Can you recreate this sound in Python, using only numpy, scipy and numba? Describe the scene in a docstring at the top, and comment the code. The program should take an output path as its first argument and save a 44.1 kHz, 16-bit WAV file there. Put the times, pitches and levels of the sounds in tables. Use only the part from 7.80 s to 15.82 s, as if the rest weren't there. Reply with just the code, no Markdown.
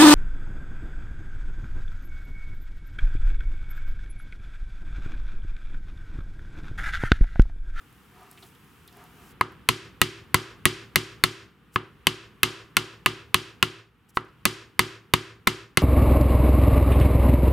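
"""Over low room tone, fingers press pins into a knife handle: ticks, a creaking slide, paper rustle.
From 1.6 s a small hammer taps the pins home in three runs, one pin a run, each opening with a light tap.
Each blow cracks, knocks the handle, booms in the wooden bench and rings off the walls of a small room.
The recorder's gain control ducks at each hard blow and lifts the tail as it lets go."""
import sys
import numpy as np
from scipy import signal
from scipy.fft import rfft, irfft, next_fast_len
from scipy.io import wavfile
from scipy.ndimage import uniform_filter1d, minimum_filter1d
from numba import njit

SR = 44100
rng = np.random.default_rng(int(sys.argv[2]) if len(sys.argv) > 2 else 0)


def waveform_to_disk(signal):
    """Save audio, clipped to [-1, 1], as 16-bit WAV at the path in sys.argv[1]."""
    frames = np.transpose(np.atleast_2d(signal))
    scaled = np.clip(frames, -1, 1) * 32767
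    samples = np.round(scaled).astype(np.int16)
    wavfile.write(sys.argv[1], SR, samples)


N = 353682
TIME_S = np.arange(N) / SR

# hammer blows (time [s], force [dB], steel crack [dB], low knock [dB])
BLOWS = [(1.6105, 3, -8.5, 15), (1.8887, 20.5, 4, 6), (2.2158, 22, 1, 3), (2.544, 19, 4, 10),
         (2.8545, 22.5, 2.5, 4.5), (3.1584, 20, 4.5, 6), (3.438, 21.5, 4.5, 6.5), (3.9594, 4, -17.5, 11),
         (4.2697, 18.5, 3.5, 8), (4.632, 20, 6.5, 10.5), (4.9684, 17, 5, 10.5), (5.2606, 16, -0.5, 8),
         (5.5438, 15.5, 5, 8), (5.8270, 17, 1, 7.5), (6.371, -0.5, -14.5, 15), (6.6541, 19, 6.5, 8),
         (6.993, 19.5, 2.5, 7.5), (7.3374, 20.5, 0.5, 7), (7.6708, 0.5, -21.5, 5.5), (7.673, 17, 3, 8),
         (7.9726, 19.5, -1, 8.5)]
# pin of each run (start [s], hard core of the knock [dB], overload thump [dB], thud [dB])
PINS = [(1.5, 1.15, 1.4, -26), (3.8, 8, 1, -28), (6.2, 1.5, 1.5, -24)]
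# modes (frequency [Hz], level [dB], t60 [s])
HANDLE_LOW_MODES = [(745, -33.5, 0.024), (1035, -15.5, 0.023), (1105, -10.5, 0.016), (1297, -20.5, 0.043),
                    (1706, -17, 0.02)]
HANDLE_HIGH_MODES = [(1876, -17.5, 0.033), (2034, -11, 0.037), (2216, 0, 0.0087), (2587, -2, 0.0087),
                     (2937, -8, 0.016), (3224, -5.5, 0.009), (3610, -9.5, 0.019), (4120, -4, 0.0083),
                     (4540, -15.5, 0.024)]
BENCH_MODES = [(34.8, -37, 0.082), (58.4, -39, 0.21), (108.97, -35, 0.3), (113.2, -33, 0.31),
               (150, -26, 0.17), (213.5, -31.5, 0.17), (260, -27, 0.14), (298, -30, 0.17),
               (327, -35.5, 0.28), (340.4, -44, 0.36), (366.3, -19.5, 0.16), (377.5, -40, 0.23),
               (393, -38, 0.34), (432, -39.5, 0.18), (495, -32, 0.018)]
HAMMER_HEAD_MODES = [(13050, -69.5, 0.26)]
# handle slapping the bench (frequency [Hz], level [dB], t60 [s])
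THUD_MODES = [(148, -5, 0.013), (240, -1.5, .03), (425, 3, 0.02)]
# steel crack (frequency [Hz], level [dB])
CRACK_SPECTRUM = [(5000, -9.5), (6000, 8), (6900, 0), (8200, 8), (10800, 7.5), (13000, 7), (15500, -10)]
# wall reflections (frequency [Hz], level [dB], t60 [s], side re mid [dB])
WALL_RESPONSE = [(197.9, -42.5, 0.24, -26), (415, -37.5, 0.35, -15.5), (545, -47, 0.4, -11),
                 (860, -35.5, 0.24, -13.5), (926, -35, 0.32, -10.5), (1800, -29.5, 0.32, -9),
                 (2320, -25, 0.28, -10), (4030, -32, 0.29, -7), (5560, -37, 0.28, -12.5),
                 (10600, -45.5, 0.23, -16), (15000, -56.5, 0.14, -6.5)]
# fingers on paper and pins (time [s], snap [dB], scrape [dB], scrape pitch [Hz])
FINGER_TICKS = [(.1274, -54, -75, 3000), (.4094, -52, -75, 3000), (.431, -50, -75, 3000),
                (.5132, -39, -58, 4500), (0.574, -65, -44, 2500), (0.625, -62, -45, 3600),
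                (.6553, -59, -75, 3000), (0.75, -55, -58, 3380), (.845, -56, -75, 3000),
                (1.0768, -42, -48.5, 3740), (1.126, -51, -59, 5000), (1.1704, -46, -72, 3000),
                (1.24, -48, -70, 3000), (1.721, -55, -70, 3000), (6.409, -55, -70, 2780),
                (6.4492, -56.5, -80, 3000), (6.483, -77, -65, 4800)]
# sliding handle (frequency [Hz], width [Hz], level [dB])
SLIDE_RESONANCES = [(401, 29, 6), (734, 46, 5.5), (940, 220, 5), (1180, 110, 2.5), (1590, 120, -27)]
# handle and paper movements (peak time [s], rise [s], fall [s], level [dB])
SLIDE_SWELLS = [(.41, 0.096, 0.22, -64), (.63, 0.016, 0.057, -66), (1.2, 0.1, 0.12, -62.5),
                (1.43, 0.12, .09, -68)]
RUSTLE_SWELLS = [(.52, 0.03, .03, -63), (.65, 0.14, 0.089, -58.5), (1.52, 0.17, .004, -60),
                 (3.955, 0.031, .005, -53.5), (6.296, 0.012, .019, -60.5), (6.366, 0.022, 0.006, -49)]
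# room tone, and its side re mid (frequency [Hz], level [dB])
TONE_SPECTRUM = [(12, -59.5), (20, -27.5), (55, 1.5), (151, 2.5), (230, -2), (479, -9.5), (599, -24),
                 (1180, -16.5), (1320, -16.5), (2120, -22.5), (5070, -23), (15200, -20.5), (16500, -32)]
TONE_SIDE_SPECTRUM = [(60, -19.5), (110, -13.5), (200, -9.5), (380, -11.5), (700, -14), (1290, -10),
                      (2380, -7.5), (4400, -4), (8120, -12.5), (15000, 1.5)]
# room tone before, then during the hammering (bass [dB], middle [dB], treble [dB])
TONE_BAND_LEVELS = [(-57.5, -59, -66.5), (-53.5, -58, -78)]
# room tone gain, sinking between runs (time [s], gain [dB])
TONE_ENVELOPE = [(0, -0.5), (.5, 0.1), (1.1, 0.6), (1.52, 3.5), (1.56, 0), (3.5, 0.6), (3.75, -6),
                 (4.2, -2.5), (5.85, -2), (6.1, -10.5), (6.32, -7), (6.6, -4), (8.02, -6)]

CORE_HZ, CORE_WIDTH_OCT = 2670, 0.25
BURST_S = 0.05
SIDE_SIGNS = np.array([[1], [-1]])


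def hammer(boom_per_knock=0.27, thump_per_crack=0.2, thud_right_db=8, side_db=-6.5, side_lag_s=0.0037):
    """Blows on the pins; returns mono direct sound, the click sent to the walls and a stereo part."""
    direct, click, wide = np.zeros(N), np.zeros(N), np.zeros((2, N))
    for time_s, force_db, crack_db, knock_db in BLOWS:
        _, core_db, overload_db, thud_db = [pin for pin in PINS if pin[0] < time_s][-1]
        force = undb(force_db)
        boom_db = -4.5 + boom_per_knock * knock_db
        thump_db = -13 + overload_db + thump_per_crack * crack_db + 2 * rng.standard_normal()
        contact = chatter()
        mid_ring, side_ring = handle_knock(crack_db, knock_db, core_db)
        mid_crack, side_crack = undb(crack_db) * steel_crack()
        add(direct, force * np.convolve(contact, mid_ring), time_s)
        add(direct, force * mid_crack, time_s)
        add(direct, force * undb(boom_db) * bench_boom(), time_s)
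        head = ring(HAMMER_HEAD_MODES, 0.3, detune=0, scatter_db=2)
        add(direct, force * undb(crack_db) * head, time_s)
        add(click, force * diffuse_click(crack_db, knock_db, core_db), time_s)
        # stereo spread of knock and crack, starting slightly late
        add(side_ring, side_crack, 0)
        side = force * undb(side_db) * side_ring[int(side_lag_s * SR):]
        thud = force * undb(thud_db + boom_db) * ring(THUD_MODES, 0.06, detune=0.05, scatter_db=2.5)
        for channel, sign in zip(wide, (1, -1)):
            add(channel, undb(-sign * thud_right_db / 2) * thud, time_s)
            add(channel, sign * side, time_s + side_lag_s)
            add(channel, force * undb(thump_db) * overload_thump(), time_s + 0.002)
    return direct, click, wide


def chatter(rattle_db=-11, t60_s=0.012, length_s=0.01):
    """Contact force: an impulse, then the hammer rattles on the pin."""
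    contact = rng.standard_normal(int(length_s * SR)) * fade(t60_s, length_s)
    contact *= undb(rattle_db) / np.sqrt(np.sum(contact ** 2))
    contact[0] = 1
    return contact


def handle_knock(crack_db, knock_db, core_db, rise_s=0.00038):
    """The handle rings, drawn twice for mid and side; a soft contact leaves the high modes quiet."""
    high_modes = []
    for hz, db, t60_s in HANDLE_HIGH_MODES:
        tilt_db = 0.37 * crack_db * np.log2(hz / 1500)
        bump_db = core_db * np.exp(-(np.log2(hz / CORE_HZ) / CORE_WIDTH_OCT) ** 2)
        high_modes.append((hz, db + tilt_db + bump_db, t60_s))
    rings = []
    for _ in range(2):
        high = ring(high_modes, 0.08, detune=0.025, scatter_db=1.8)
        low = ring(HANDLE_LOW_MODES, 0.08, detune=0.03, scatter_db=1.8, sign=-1)
        rings.append(high + undb(knock_db) * low)
    return soft_onset(rings[0], rise_s, order=2), rings[1]


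def steel_crack(gain_db=-17, t60_s=0.018):
    """Steel hits the pin: two bursts of treble noise, mid and side."""
    noise = rng.standard_normal((2, int(BURST_S * SR)))
    treble = colour(noise, CRACK_SPECTRUM, lo_hz=CRACK_SPECTRUM[0][0])
    return undb(gain_db) * burst(treble, t60_s)


def bench_boom(rise_s=0.0019):
    """Low modes of the bench top, slower to swing than the handle."""
    return soft_onset(ring(BENCH_MODES, 0.4, detune=0.001, scatter_db=0.23), rise_s)


def overload_thump(hz=135, width_hz=216, t60_s=0.042):
    """Low thump of the microphones overloading on hard blows, different in each channel."""
    noise = rng.standard_normal(int(BURST_S * SR))
    return burst(band(band(noise, hz, width_hz), hz, width_hz), t60_s)


def diffuse_click(crack_db, knock_db, core_db):
    """Heard from all sides the modes blur to a click: bassy with the knock, bright with the crack."""
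    spectrum = [(1300, knock_db), (2200, 0.14 * crack_db),
                (CORE_HZ, 0.25 * crack_db + 0.43 * core_db), (6000, 0.7 * crack_db)]
    return colour(signal.unit_impulse(512, 64), spectrum)


def walls(click, gap_s=0.00083, early_db=11.5, early_t60_s=0.12):
    """Dense reflections in sixth-octave bands; nearby surfaces answer first, above the even decay."""
    hz, *columns = np.transpose(WALL_RESPONSE)
    noise, response = rng.standard_normal((2, SR // 2)), 0
    for lo_hz in 120 * 2 ** np.arange(0, 7.2, 1 / 6):
        level_db, t60_s, side_db = (np.interp(np.log(lo_hz), np.log(hz), column) for column in columns)
        mid, side = colour(noise, [(1, 0)], lo_hz, lo_hz * 2 ** (1 / 6))
        response += undb(level_db) * fade(t60_s, 0.5) * (mid + undb(side_db) * side * SIDE_SIGNS)
    response *= 1 + undb(early_db) * fade(early_t60_s, 0.5)
    response = np.pad(response, ((0, 0), (int(gap_s * SR), 0)))
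    return signal.fftconvolve(click[None], response, axes=1)[:, :N]


def finger_ticks(snap_hz=11100, scrape_q=3.2):
    """Fingers catch on paper and pins: a bright snap and a duller scrape."""
    ticks = np.zeros(N)
    for time_s, snap_db, scrape_db, hz in FINGER_TICKS:
        snap, scrape = rng.standard_normal((2, int(BURST_S * SR)))
        snap = burst(band(snap, snap_hz, width_hz=3100), t60_s=0.0094)
        scrape = burst(band(band(scrape, hz, hz / scrape_q), hz, 2 * hz / scrape_q), t60_s=0.075)
        add(ticks, undb(snap_db) * snap + undb(scrape_db) * soft_onset(scrape, rise_s=0.0013), time_s)
    return ticks


def handle_slide():
    """The handle creaks over the bench: friction noise through narrow resonances."""
    friction = rng.standard_normal(N)
    creak = sum(undb(db) * unit_rms(band(friction, hz, width_hz))
                for hz, width_hz, db in SLIDE_RESONANCES)
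    return swells(SLIDE_SWELLS) * creak


def paper_rustle(grain_samples=64, scatter_db=3):
    """Paper shifts under the hand: bright, grainy noise."""
    noise = rng.standard_normal(N)
    grain_db = scatter_db * np.repeat(rng.standard_normal(N // grain_samples + 1), grain_samples)[:N]
    return swells(RUSTLE_SWELLS) * unit_rms(band(noise * undb(grain_db), hz=9300, width_hz=9800))


def room_tone(hammer_from_s=1.527):
    """Rumble, house hum and hiss: shaped noise, wider in the treble."""
    mid, side = colour(rng.standard_normal((2, N)), TONE_SPECTRUM)
    stereo = mid + colour(side, TONE_SIDE_SPECTRUM) * SIDE_SIGNS
    bass = [(480, 0), (900, -24)]
    middle = [(400, -24), (750, 0), (3000, 0), (6500, -30)]
    treble = [(2500, -30), (5000, 0)]
    tone = 0
    for before_db, during_db, shape in zip(*TONE_BAND_LEVELS, (bass, middle, treble)):
        level_db = np.where(TIME_S < hammer_from_s, before_db, during_db)
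        tone += undb(level_db) * unit_rms(colour(stereo, shape))
    return undb(np.interp(TIME_S, *np.transpose(TONE_ENVELOPE))) * tone


def ring(modes, length_s, detune, scatter_db, sign=1):
    """Decaying modes, varied per blow; sign -1 starts neighbours in opposition."""
    time_s, total = TIME_S[:int(length_s * SR)], 0
    for k, (hz, db, t60_s) in enumerate(modes):
        pitch_draw, level_draw = rng.standard_normal(2)
        wave = np.sin(2 * np.pi * hz * (1 + detune * pitch_draw) * time_s)
        total += sign ** k * undb(db + scatter_db * level_draw) * fade(t60_s, length_s) * wave
    return total


def swells(rows, depth_db=19):
    """Gain of rounded swells, depth_db down at one rise or fall time from the peak."""
    gain = 0
    for peak_s, rise_s, fall_s, db in rows:
        distance = (TIME_S - peak_s) / np.where(TIME_S < peak_s, rise_s, fall_s)
        gain += undb(np.maximum(db - depth_db * distance ** 2, -200))
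    return gain


def colour(x, points, lo_hz=0, hi_hz=1e5):
    """Filter by (frequency [Hz], gain [dB]) points, keeping one band."""
    size = next_fast_len(x.shape[-1])
    hz = np.arange(size // 2 + 1) * SR / size + 1e-3
    point_hz, point_db = np.transpose(points)
    gain = undb(np.interp(np.log(hz), np.log(point_hz), point_db)) * (hz >= lo_hz) * (hz < hi_hz)
    return irfft(rfft(x, size) * gain, size)[..., :x.shape[-1]]


def band(x, hz, width_hz):
    """One resonance."""
    return signal.lfilter(*signal.iirpeak(hz, hz / width_hz, SR), x)


def burst(noise, t60_s):
    """Normalise noise and let it decay."""
    return unit_rms(noise) * fade(t60_s, BURST_S)


def fade(t60_s, length_s):
    """Exponential decay."""
    return np.exp(-np.log(1000) * TIME_S[:int(length_s * SR)] / t60_s)


def soft_onset(x, rise_s, order=1):
    """Exponential fade-in."""
    return x * (1 - np.exp(-TIME_S[:len(x)] / rise_s)) ** order


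def undb(db):
    return 10 ** (np.asarray(db) / 20)


def unit_rms(x):
    return x / np.sqrt(np.mean(x ** 2))


def add(track, x, time_s):
    start = int(time_s * SR)
    track[start:start + len(x)] += x[:len(track) - start]


def scene():
    direct, click, wide = hammer()
    return direct + wide + walls(click) + finger_ticks() + handle_slide() + paper_rustle() + room_tone()


@njit
def release(cut_db, step_db):
    """The cut follows a rise at once and shrinks at a steady dB rate."""
    held_db, level_db = np.empty(len(cut_db)), 0.
    for i in range(len(cut_db)):
        level_db = max(level_db - step_db, cut_db[i])
        held_db[i] = level_db
    return held_db


def record(dry, threshold_db=-11, ratio=3.03, release_db_per_s=129.5, ahead_s=0.0021, lag_s=0.0023):
    """Look-ahead gain control, soft ceiling, steep top cut."""
    ceiling, top_hz = 0.84, 16500
    ahead = int(ahead_s * SR)
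    peak = -minimum_filter1d(-np.abs(dry).max(axis=0), 2 * ahead + 1)
    over_db = np.maximum(20 * np.log10(peak + 1e-9) - threshold_db, 0)
    cut_db = uniform_filter1d(release(over_db * (1 - 1 / ratio), release_db_per_s / SR), ahead)
    # the cut lags, so a blow's first swings hit the ceiling
    gain = undb(-np.roll(cut_db, int(lag_s * SR)))
    clipped = ceiling * np.tanh(1.03 * dry * gain)
    return signal.sosfilt(signal.ellip(8, 0.2, 70, top_hz, fs=SR, output="sos"), clipped)


dry = scene()
out = record(dry)
waveform_to_disk(out)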